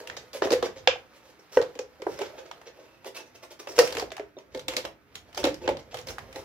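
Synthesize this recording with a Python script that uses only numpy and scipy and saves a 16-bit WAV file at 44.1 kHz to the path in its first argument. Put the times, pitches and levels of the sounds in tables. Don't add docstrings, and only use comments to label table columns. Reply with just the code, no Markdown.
import sys
import numpy as np
from scipy import signal
from scipy.fft import rfft, irfft, next_fast_len
from scipy.io import wavfile
from scipy.ndimage import map_coordinates

SR = 44100
rng = np.random.default_rng(int(sys.argv[2]) if len(sys.argv) > 2 else 0)


def wav_out(sig):
    wavfile.write(sys.argv[1], SR, np.round(np.clip(np.atleast_2d(sig).T, -1, 1) * 32767).astype(np.int16))


def field_ratio(decibels):
    return 10 ** (np.asarray(decibels, dtype=float) / 20)


N = 284004

LOW_EDGE_HZ = 259


def unit(x):
    return x / np.sqrt(np.mean(x ** 2) + 1e-20)


def along(points, hz):
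    f, v = np.transpose(points)
    return np.interp(np.log(hz + 1), np.log(f + 1), v)


def filtered(x, response):
    m = next_fast_len(x.shape[-1] + 8192)
    spectrum = rfft(x, m) * response(np.fft.rfftfreq(m, 1 / SR))
    return irfft(spectrum, m)[..., :x.shape[-1]]


def noise(spectrum):
    return unit(filtered(rng.standard_normal(N), lambda hz: field_ratio(along(spectrum, hz))))


def wobble(rate):
    knots = rng.standard_normal(int(N * rate / SR) + 4)
    return map_coordinates(knots, [np.arange(N) * rate / SR])


def curves(rows):
    s, *columns = np.transpose(rows)
    return [np.interp(np.arange(N) / SR, s, column) for column in columns]


def merged(*kinds):
    return np.array(sorted((*row, *shared) for rows, *shared in kinds for row in rows))


def strikes(times, sounds):
    out = np.zeros((sounds.shape[1], N + SR))
    for s, sound in zip(times, sounds):
        start = max(round(s * SR), 0)
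        out[:, start:][:, :sound.shape[1]] += sound
    return out[:, :N]


def resonance(f, hz, width_hz):
    return 1j * f * width_hz / (hz * hz - f * f + 1j * f * width_hz)


# (frequency [Hz], width [Hz], level [dB])
HOLLOW = [(320, 71, -7), (408, 59, -3.5), (520.3, 34, -1), (647.3, 15, -5.5), (877, 51, -14.5)]


def hollow(x):
    def modes(f):
        return sum((-1) ** k * field_ratio(db) * resonance(f, hz, width) for k, (hz, width, db) in enumerate(HOLLOW))
    return filtered(x, modes)


# (frequency [Hz], correlation [0-1])
ALIKE = [(50, 0.27), (130, 0.42), (300, 0.61), (600, 0.71), (1200, 0.043), (4000, 0.038), (12000, 0.2)]


def diffuse(pair):
    def mid_side_gains(hz):
        angle = np.arccos(np.clip(along(ALIKE, hz), -1, 1)) / 2
        return np.array([np.cos(angle), np.sin(angle)])
    mid, side = filtered(pair, mid_side_gains)
    return np.array([mid + side, mid - side])


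# (frequency [Hz], level [dB per Hz])
AIR = [(12, -28), (20, -23), (258, -9), (305, -3.5), (816, -33), (1280, -12.5), (2580, -18.5),
       (2970, -33.5), (4160, -40), (8170, -47.5), (15200, -33), (16500, -61)]


def room_tone():
    air_db = -58
    return field_ratio(air_db - 5.5) * unit(diffuse(np.array([noise(AIR), noise(AIR)])))


# (frequency [Hz], level [dB rms])
HUM = [(62, -81.5), (124, -79.5)]


def fridge():
    t = np.arange(N) / SR
    return sum(field_ratio(db + 0.5 + 2.1 * wobble(2.5)) * np.sin(2 * np.pi * hz * t) for hz, db in HUM)


# (time [s], rustle [dB], hum in the hollow [dB])
HANDS = [(0.0, -52.5, -45.5), (.39, -56, -64), (.53, -42, -34), (.66, -57, -78), (.85, -55, -58.5),
         (1.3, -60, -66.5), (1.7, -54.5, -72), (1.9, -63, -68), (2.19, -47.5, -47.5), (2.62, -60.5, -59.5),
         (3.6, -58.5, -73), (3.86, -44.5, -40.5), (4.3, -66.5, -72), (4.73, -67, -54), (4.95, -67.5, -71),
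         (5.5, -54, -59.5), (5.8, -61, -59.5), (6.44, -52, -54)]
# (frequency [Hz], level [dB per Hz])
RUSTLE = [(410, -9), (700, -1.5), (1470, -7.5), (2100, -10), (5810, -16.5), (7770, -25.5), (15200, -26),
          (16500, -53)]


def hands():
    rustle_db, hollow_db = curves(HANDS)
    clumps = field_ratio(1.5 * wobble(30) + 2.5 * wobble(300))
    rustle = field_ratio(rustle_db - 3.0) * unit(clumps * noise(RUSTLE))
    hum = field_ratio(hollow_db + 1.5) * unit(hollow(clumps * rng.standard_normal(N)))
    return rustle + hum


# (time [s], peak [dB], length [s], hollow [dB], strip [dB])
CUTS = [(0.0, -24.5, 0.0032, 7, -4), (.33, -33.5, 0.043, 1, -12), (1.138, -53.5, 0.044, 2, -18),
        (1.234, -55.5, 0.076, 8, -5), (1.387, -55.5, 0.013, 18.5, 7.5), (1.514, -40.5, 0.066, 0.5, -1.5),
        (2.079, -46, 0.069, -1, -5), (3.0505, -35.5, 0.029, 7.5, -20.5), (3.143, -31.5, 0.032, -9, -15.5),
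        (3.255, -58, 0.025, 12, 2), (3.342, -50.5, 0.02, 7.5, 0), (3.4216, -39.5, 0.019, 6.5, -4),
        (3.5, -42, 0.027, 4, -5), (3.588, -37.5, 0.018, 4.5, -4), (3.674, -45, 0.051, 10, 3.5),
        (3.752, -35, 0.12, 2.5, 0.5), (3.783, -25.5, 0.015, -10, -9), (4.54, -46.5, 0.026, 18, -17),
        (5.1404, -40, 0.019, -0.5, -6), (5.3644, -39, 0.041, 11, 2.5), (5.932, -44, 0.068, 5.5, -10),
        (6.064, -37, 0.045, 3.5, -5), (6.11, -48, 0.029, 7, -9), (6.343, -43, 0.061, 10.5, -5)]
# (time [s], peak [dB], length [s], hollow [dB])
SCRAPES = [(3.972, -36, 0.047, 8.5), (.164, -27, 0.01, -3), (.418, -28, 0.038, 7.5), (.6314, -32, 0.029, 9),
           (.756, -39.5, 0.037, 5), (2.171, -40, 0.1, 3), (2.203, -44, 0.014, 17), (2.373, -38, 0.023, 6),
           (2.448, -43, 0.017, 9.5), (2.6556, -42.5, 0.027, 5.5), (2.776, -53.5, 0.078, 11.5),
           (3.18, -40, 0.031, 6), (4.3677, -52.5, 0.042, 14.5), (4.51, -50, 0.033, 1),
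           (4.705, -36, 0.039, 8), (4.8374, -33, 0.017, 4.5), (5.438, -36.5, 0.056, 0),
           (5.608, -44, 0.058, 15), (5.785, -39, 0.017, 3), (5.906, -40.5, 0.022, -6)]
CUT_SIZZLE_DB, SCRAPE_SIZZLE_DB, SCRAPE_STRIP_DB = -10, -21, -25
# (time [s], level [dB], length [s])
SQUEAKS = [
    (2.788, -71.5, 0.23),
    (3.064, -56, 0.01),
    (3.154, -50, 0.03),
    (3.192, -58, 0.023),
    (5.644, -49, .004),
    (5.657, -56, .007),
    (3.352, -63, 0.013),
]
# (frequency [Hz], level [dB per Hz])
CRACK = [(880, -1.5), (1500, -3.5), (2160, -2), (3410, -3.5), (4200, -5.5), (5660, -5.5), (7400, -11),
         (8300, -30.5), (11000, -99), (18700, -120)]
# (frequency [Hz], level [dB per Hz])
SIZZLE = [(5500, -30), (7800, -1), (10000, -1), (14000, -4), (16300, -12)]


def blade():
    t = np.arange(N) / SR
    grit = field_ratio(np.minimum(2.5 * wobble(300) + 1.5 * wobble(90), 5))

    def strip_and_edge(f):
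        return np.array([resonance(f, 5600, 800), resonance(f, 2633, 200) ** 2])
    strip, squeak = filtered(rng.standard_normal(N), strip_and_edge)
    drag = np.zeros(N)
    for s, db, length in SQUEAKS:
        drag += field_ratio(db) * np.clip(np.minimum(t - s, s + length - t) / 0.0055 + 1, 0, 1)

    layers = [grit * noise(CRACK), hollow(grit * rng.standard_normal(N)), grit * noise(SIZZLE), grit * strip]
    gains = np.zeros((4, N))
    strokes = merged((CUTS, CUT_SIZZLE_DB), (SCRAPES, SCRAPE_STRIP_DB, SCRAPE_SIZZLE_DB))
    for s, db, length, hollow_db, strip_db, sizzle_db in strokes:
        rise = np.clip((t - s) / 0.012, 0, 1) ** 0.96
        stop = np.clip((s + abs(length) - t) / 0.0039 + 1, 0, 1)
        layer_db = np.array([[0], [hollow_db], [sizzle_db], [strip_db]])
        gains += rise * stop * field_ratio(db - 7.5 + layer_db)
    friction = sum(gain * unit(layer) for gain, layer in zip(gains, layers))
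    return drag * unit(grit * squeak) + friction


# (time [s], thud [dB])
JOLTS = [(.12, -57), (.47, -52.5), (.62, -52.5), (.9, -58.5), (1.62, -59.5), (1.831, -67.5), (2.13, -58),
         (2.35, -70), (3.28, -77), (3.81, -51.5), (3.991, -48), (4.56, -60), (4.7, -51.5), (4.86, -57.5),
         (5.17, -59), (5.45, -43.5), (5.63, -49.5), (5.73, -50.5), (5.97, -51.5), (6.12, -50.5),
         (6.26, -54), (6.42, -51)]
# (frequency [Hz], level [dB per Hz])
THUD = [(12, -52.5), (20, -42), (42, -20.5), (54, -3), (102, -4), (150, -6), (217, -14.5), (260, -7.5),
        (340, -47.5), (570, -120)]


def table():
    rise_db_per_s, fall_db_per_s, still_db = 207, 120.5, -72.5
    t = np.arange(N) / SR
    level = field_ratio(still_db)
    for s, db in JOLTS:
        level = level + field_ratio(db - np.where(t < s, rise_db_per_s * (s - t), fall_db_per_s * (t - s)))
    lumps = field_ratio(1.5 * wobble(13))
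    shake = diffuse(np.array([noise(THUD), noise(THUD)]))
    return level * unit(lumps * (shake + 1.8 * shake.mean(axis=0)))


# (time [s], peak [dB], frequency [Hz])
PINGS = [(.072, -43, 3730), (.173, -32.5, 6000), (.510, -24, 6250), (.529, -23, 4700), (.627, -28, 3900),
         (.657, -31, 4800), (.667, -31, 1550), (1.790, -31, 5820), (1.791, -33, 2500), (2.176, -37, 5300),
         (2.188, -36, 4910), (2.512, -38, 5600), (2.578, -49, 4200), (2.668, -41, 5700), (2.697, -54, 5050),
         (3.065, -44, 5230), (3.167, -35, 4910), (3.185, -36, 5330), (3.436, -42, 1110), (3.600, -37, 5500),
         (3.796, -14, 2800), (3.831, -31, 5430), (3.846, -25, 5300), (3.942, -34, 1610), (3.997, -28, 5330),
         (4.117, -34, 3480), (4.179, -48.5, 6500), (4.368, -42, 3660), (4.386, -39, 5850),
         (4.412, -60, 3180), (4.548, -33, 2150), (4.573, -39, 4930), (4.594, -37, 6020),
         (4.681, -24.5, 7300), (4.697, -40, 4560), (4.698, -34, 1980), (4.736, -34.5, 3100),
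         (4.765, -32, 4340), (4.765, -21.5, 6140), (4.766, -21, 2110), (4.853, -35, 5300),
         (4.854, -30.5, 3960), (5.155, -30.5, 6720), (5.373, -25, 6180), (5.374, -23.5, 4830),
         (5.441, -16.5, 3930), (5.442, -22, 2140), (5.467, -28, 5460), (5.496, -38, 2600),
         (5.677, -26, 2240), (6.085, -36, 4150), (6.087, -36, 3030), (6.106, -31, 6300), (6.358, -33, 4040),
         (6.407, -52, 7800)]
# (time [s], peak [dB], frequency [Hz])
KNOCKS = [(.012, -31, 447), (.099, -28.5, 1850), (.173, -30.5, 546), (.238, -36.5, 460), (.8738, -9.5, 720),
          (.8738, -12.5, 1730), (.8745, -14, 2350), (.8745, -5, 3410), (.8742, -11.5, 5100),
          (.884, -27.5, 2920), (.910, -26, 2490), (.930, -31, 2550), (.950, -30, 2730), (.889, -24.5, 1600),
          (.958, -25.5, 770), (1.571, -16.5, 910), (1.5715, -15, 1530), (1.572, -16.5, 1896),
          (1.571, -27.5, 2810), (2.0665, -24, 354), (2.0665, -23.5, 945), (2.0665, -31, 1590),
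          (2.207, -31.5, 410), (2.238, -48, 510), (2.352, -36, 675), (2.512, -30, 950), (2.79, -39, 607),
          (3.7955, -11, 1860), (3.826, -23, 1300), (3.836, -31, 2100), (3.848, -41, 1690),
          (4.024, -19, 712), (4.368, -31, 495), (5.442, -27, 847), (5.452, -27, 1330), (5.469, -25, 785),
          (5.483, -31, 1500), (5.679, -17.5, 906), (5.690, -17, 870), (5.931, -33, 686)]
# (time [s], peak [dB], frequency [Hz])
REBOUNDS = [
    (2.094, -29.5, 487),
    (2.3, -41, 580),
    (2.335, -42, 610),
    (4.37, -44.5, 284),
    (4.55, -36, 266),
    (5.622, -43, 330),
    (5.712, -24.5, 557),
]
PING_S, KNOCK_S, REBOUND_S = 0.027, 0.024, 0.066
# (time [s], left port's lag [s])
LEFT_LAG = [(4.2, 0.000035), (4.6, 0.00017)]


def pings():
    events = merged((PINGS, PING_S), (KNOCKS, KNOCK_S), (REBOUNDS, REBOUND_S))
    s, db, hz, t60 = events.T[:, :, None, None]
    t = np.arange(SR // 10) / SR
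    late = t - np.interp(s, *np.transpose(LEFT_LAG)) * np.array([[1], [0]])
    patch_t60 = t60 * (1000 / hz) ** 0.24
    swell = (1 - np.exp(-t / 0.0013)) * field_ratio(db + 1.5 - 60 * t / patch_t60) * (1 - t / t[-1])
    return strikes(s.ravel(), swell * np.sin(2 * np.pi * hz * late))


# (time [s], crack peak [dB], crack [Hz], knock over the crack [dB])
SHARP_SNAPS = [(.0725, -29.5, 2820, -42), (.331, -33.5, 4660, -25), (.5187, -19, 4080, -2),
               (.5264, -20, 4500, -2), (2.0667, -42, 1900, 21.5), (2.1892, -32.5, 1860, -1),
               (2.614, -45, 1870, 6.5), (3.045, -41.5, 2490, 7), (3.7889, -7.5, 5100, -5),
               (3.795, -18, 5260, -4), (3.874, -24, 2460, -32), (3.9045, -33, 3550, -20),
               (3.924, -25.5, 4140, -22), (3.9499, -27, 2580, -9), (3.983, -28, 5200, -10),
               (3.9962, -24, 4670, -2), (4.017, -36, 4000, -10), (4.1664, -32.5, 2485, -4),
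               (4.574, -37.5, 3700, -2.5), (4.5934, -32.5, 4000, -29), (4.6823, -18.5, 3280, -11),
               (4.7356, -31.5, 2080, -10), (4.7658, -15.5, 4340, -36), (4.8505, -29, 2790, 5),
               (5.154, -29, 3260, -18.5), (5.3283, -44, 2720, -11), (5.3467, -34.5, 4740, -7),
               (5.357, -41, 4000, -8), (5.3757, -23, 2930, -0.5), (5.4507, -19.5, 2590, 2),
               (5.5423, -33.5, 5140, -24), (5.943, -29, 3480, 2), (5.9705, -33, 2980, -3),
               (5.987, -34, 3960, -7), (6.012, -41, 6000, -15), (6.0705, -34, 5960, -6),
               (6.0855, -32, 4200, -10), (6.1828, -33.5, 1510, 2.5), (6.327, -38, 2100, -19),
               (6.359, -33, 1990, -26)]
# (time [s], crack peak [dB], crack [Hz], knock over the crack [dB])
PLAIN_SNAPS = [(.1666, -30.5, 4800, -17),  (.4712, -34, 1790, 13), (.5048, -22.5, 4680, 1),
               (.5338, -18.5, 1770, -17), (.626, -24, 3570, 8.5), (.6564, -34, 2140, -13),
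               (1.6147, -29, 4120, 3.5), (1.6237, -31, 4160, 1), (1.7528, -40, 2780, -13),
               (1.775, -53, 2150, 2), (1.7898, -28, 5900, -5), (2.019, -34, 2100, 1),
               (2.2163, -27, 2650, 4), (2.5127, -34.5, 3300, 4.5), (3.6719, -32, 2560, 3.5),
               (3.7805, -21, 2590, -1.5), (3.9689, -21, 1810, -7), (4.0242, -34.5, 2570, 6),
               (4.118, -29, 2000, -29.5), (4.1793, -42, 2450, 14.5), (4.5472, -32.5, 3810, -2),
               (4.779, -29.5, 2610, 2), (5.4318, -34, 3000, 6), (5.4403, -15.5, 3730, -16),
               (5.471, -27, 1860, -2), (5.6894, -23.5, 2400, -19), (5.7693, -36, 4000, 4)]
# (time [s], crack peak [dB], crack [Hz], knock over the crack [dB])
DULL_SNAPS = [
    (.0987, -21.5, 1830, -17),
    (.421, -20, 1650, 8.5),
    (.8738, -0.5, 2780, -37),
    (1.5715, -17.5, 1600, 0.5),
    (4.1043, -33, 3970, -30),
    (4.1962, -28.5, 1980, -8),
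    (4.386, -38.5, 2860, -42),
    (5.6608, -35, 2680, -10),
    (5.677, -17, 3530, 0.5),
    (6.19, -29, 1800, -19),
]
SHARP_SIZZLE_DB, PLAIN_SIZZLE_DB, DULL_SIZZLE_DB = -11, -16.5, -55.5
SHARP_S, PLAIN_S, DULL_S = 0.02, 0.018, 0.014
# (frequency [Hz], level [dB per Hz])
KNOCK = [(450, -17.5), (700, 12), (1200, -5), (1800, -8.5), (2500, -49.5)]


def snaps():
    pops = merged((SHARP_SNAPS, SHARP_SIZZLE_DB, SHARP_S), (PLAIN_SNAPS, PLAIN_SIZZLE_DB, PLAIN_S),
                  (DULL_SNAPS, DULL_SIZZLE_DB, DULL_S))
    s, db, hz, knock_db, sizzle_db, t60 = pops.T[:, :, None, None]
    t = np.arange(SR // 25) / SR
    f = np.fft.rfftfreq(len(t), 1 / SR)

    crack = field_ratio(along(CRACK, f)) * np.abs(.8 + 1.4 * resonance(f, hz, .25 * hz))
    crack = crack * field_ratio(0.12 * np.minimum(sizzle_db + 14.5, 0) * np.log2(1 + f / 2500))
    knock = field_ratio(knock_db + 2.0 + along(KNOCK, f))
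    sizzle = field_ratio(sizzle_db - 3.5 + along(SIZZLE, f))
    colour = (crack + knock + sizzle) * (f * f / (f * f + 420 ** 2)) ** 2

    common, own = np.split(rng.standard_normal((len(pops), 3, len(t))), [1], axis=1)
    envelope = (1 - np.exp(-t / (0.06 * t60))) * field_ratio(-60 * t / t60)
    burst = envelope * (common + 2.0 * own)
    lag = np.interp(s, *np.transpose(LEFT_LAG)) * np.array([[.5], [-.5]])
    lead = SR // 1000 / SR
    direct = irfft(rfft(burst) * colour * np.exp(-2j * np.pi * f * (lag + lead)), len(t))
    click = irfft(field_ratio(db + 23.0) * colour * np.exp(-2j * np.pi * f * lead), len(t))

    def energy(x):
        return np.linalg.norm(x, axis=2, keepdims=True)
    direct *= field_ratio(1.8) * energy(click) / energy(direct)
    starts = s.ravel() - lead
    return strikes(starts, direct), strikes(starts, click)[0]


TIGHT_BOOMS = [(.349, -22, 525, -17), (.424, -12.5, 411, -9), (.454, -16, 372, -18),
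               (.628, -11, 462.6, -16), (.874, -15.5, 526.4, 1), (1.793, -19, 503, -10.5),
               (2.094, -36, 447, -31), (2.192, -23, 530, -18), (3.672, -25, 515, -27.5),
               (3.78, -12.5, 513, -23.5), (3.789, -20.5, 499, -17.5), (3.819, -22, 493, -1.5),
               (3.976, -20.5, 481, 3), (4.778, -22, 502, -20), (5.941, -28.5, 616, -17)]
LOOSE_BOOMS = [
    (.51, -31.5, 386, -10),
    (1.757, -31, 470, -9),
    (1.998, -35, 533, -18),
    (2.214, -28, 484, -17),
    (3.065, -41, 510, 7),
    (4.117, -29, 618, -18),
    (4.368, -34, 592, -12),
    (6.359, -29, 499, 0.5),
]
FREE_BOOMS = [
    (3.953, -29.5, 467, -3.5),
    (4.682, -27, 500, -24.5),
    (4.767, -26, 422.6, 3),
    (4.846, -35, 540, -7),
    (5.384, -28, 602, -13.5),
    (5.44, -11, 517, -13),
    (5.467, -13.5, 511, -19),
    (5.678, -20.5, 443, -25),
    (5.688, -18, 540, 2.5),
]
PINCHED_BOOMS = [
    (2.067, -10.5, 422, -1.5),
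    (4.023, -20, 410, 3),
    (4.196, -23.5, 400, 7.5),
    (4.547, -22.5, 385, -9.5),
]
SLAMMED_BOOMS = [
    (1.5715, -15.5, 505, -6.5),
    (1.599, -27.5, 507, -20.5),
]
TIGHT_LOW_DB, LOOSE_LOW_DB, FREE_LOW_DB, PINCHED_LOW_DB = -20.5, -9, -4, -43
TIGHT_RING, LOOSE_RING, FREE_RING, PINCHED_RING, SLAMMED_RING = 0.65, 0.85, 0.81, 0.65, 0.86
# (pitch ratio [1], level [dB], t60 [s])
PARTNERS = [(1, 4, 0.083), (0.857, -3, 0.091), (0.86, -8, 0.025), (0.621, 11.5, 0.056), (1.406, 1.5, 0.044),
            (1.6, -6, 0.092)]


def booms():
    dents = merged((TIGHT_BOOMS, TIGHT_LOW_DB, TIGHT_RING), (LOOSE_BOOMS, LOOSE_LOW_DB, LOOSE_RING),
                   (FREE_BOOMS, FREE_LOW_DB, FREE_RING), (PINCHED_BOOMS, PINCHED_LOW_DB, PINCHED_RING),
                   (SLAMMED_BOOMS, TIGHT_LOW_DB, SLAMMED_RING))
    s, db, hz, upper_db, lower_db, ring = dents.T[:, :, None, None]
    t = np.arange(SR // 5) / SR
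    ratio, level_db, t60 = np.transpose(PARTNERS)[:, :, None]
    luck = rng.standard_normal((len(dents), 2 * len(PARTNERS), 1))
    luck_db, luck_hz = np.split(luck, 2, axis=1)
    level_db = level_db + upper_db * (ratio > 4 / 3) + lower_db * (ratio < 3 / 4) + 1.5 * luck_db
    mode_hz = hz * ratio * (1 + 0.027 * luck_hz)
    modes = field_ratio(level_db - 60 * t / (t60 * ring)) * np.sin(2 * np.pi * mode_hz * t)
    rings = field_ratio(db - 5.5) * (1 - np.exp(-t / 0.002)) * modes.sum(axis=1, keepdims=True)

    def no_bass(f):
        return (f * f / (f * f - LOW_EDGE_HZ ** 2 - 1.3j * f * LOW_EDGE_HZ)) ** 2
    return filtered(strikes(s.ravel(), rings)[0], no_bass)


# (time [s], peak [dB], frequency [Hz], free [s])
CAUGHT = [(0.421, -11, 481, .003), (0.511, -10.5, 444, 0.0021), (0.52, -12, 450, .002),
          (0.5264, -8.5, 446, 0.0022), (.5328, -10.5, 486, 0.0065), (0.544, -19.5, 475, 0.0086),
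          (.554, -18.5, 492, 0.02), (.878, -14.5, 523, .019), (1.568, -25, 520, 0.0033),
          (1.571, -6, 490.5, .007), (1.581, -12, 504, 0.0091), (1.600, -16, 477, .012),
          (1.617, -25.5, 494, .009), (2.023, -27, 448, .006), (3.7881, -5.5, 492.4, 0.022),
          (3.818, -14, 486, .016), (3.837, -28, 491, 0.0093), (5.444, -19, 506, 0.022),
          (5.468, -20.5, 490, 0.0062), (5.479, -23.5, 506, 0.018), (5.6783, -15, 455, 0.0028),
          (5.688, -16, 524, 0.0041), (5.698, -19, 492, .004), (6.183, -21, 1430, 0.00068)]


def caught():
    free_t60, swell_s, catch_s = .2, 0.0012, .003
    s, db, hz, free = np.transpose(CAUGHT)[:, :, None, None]
    t = np.arange(SR // 20) / SR
    quick = hz / 500
    swell = (1 - np.exp(-quick * t / swell_s)) * field_ratio(db - 60 * t / free_t60)
    grip = np.clip(quick * (free - t) / catch_s + 1, 0, 1)
    return strikes(s.ravel(), swell * grip * np.sin(2 * np.pi * hz * t))[0]


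# (frequency [Hz], t60 [s])
ROOM = [(200, 0.41), (500, 0.23), (1400, 0.25), (4000, 0.21), (10000, 0.19)]


def room(x):
    piece = SR // 5
    out = np.zeros((2, N + 2 * SR))
    padded = np.pad(x, (piece, 2 * piece))
    fade = np.sin(np.pi * np.arange(2 * piece) / (2 * piece))
    for at in range(0, N + piece, piece):
        hz, t, z = signal.stft(rng.standard_normal((2, SR // 3)), SR, nperseg=256)
        decay = field_ratio(-60 * t / along(ROOM, hz)[:, None])
        tail = signal.istft(z * decay, SR, nperseg=256)[1]
        tail = tail / np.linalg.norm(tail[0])
        wet = signal.fftconvolve(fade * padded[None, at:at + 2 * piece], tail, axes=1)
        out[:, at + 130:][:, :wet.shape[1]] += wet
    return diffuse(out[:, piece:piece + N])


def scene():
    cracks, clicks = snaps()
    dents, patches, held = booms(), pings(), caught()
    rubbing = filtered(blade() + hands(), lambda f: (f * f / (f * f + LOW_EDGE_HZ ** 2)) ** 2)

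    def port_lag(hz):
        return np.exp(np.outer([-1j, 1j], np.pi * hz * .00006))
    direct = cracks + patches + filtered(dents + held + rubbing, port_lag)
    to_room = field_ratio(-5.5) * dents + field_ratio(-1.0) * (rubbing + clicks) + field_ratio(-8.5) * patches[1] + field_ratio(-9) * held
    return direct + room(to_room) + table() + room_tone() + fridge()


def roll_off(x):
    return signal.sosfilt(signal.butter(12, 16800, fs=SR, output="sos"), x)


# (frequency [Hz], left minus right [dB])
SIDES = [(100, -4), (500, -1.1), (1200, -2), (4000, -1.5), (12000, -2.5)]
# (frequency [Hz], level [dB])
BAND = [(15, -27.5), (45, 0.5), (15700, -1), (16400, -22), (16900, -68)]


def record(dry):
    def ports(hz):
        return field_ratio(np.outer([.5, -.5], along(SIDES, hz)) + along(BAND, hz))
    mix = np.clip(filtered(dry, ports), -1, 1)
    return roll_off(mix)


dry = scene()
out = record(dry)
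wav_out(out)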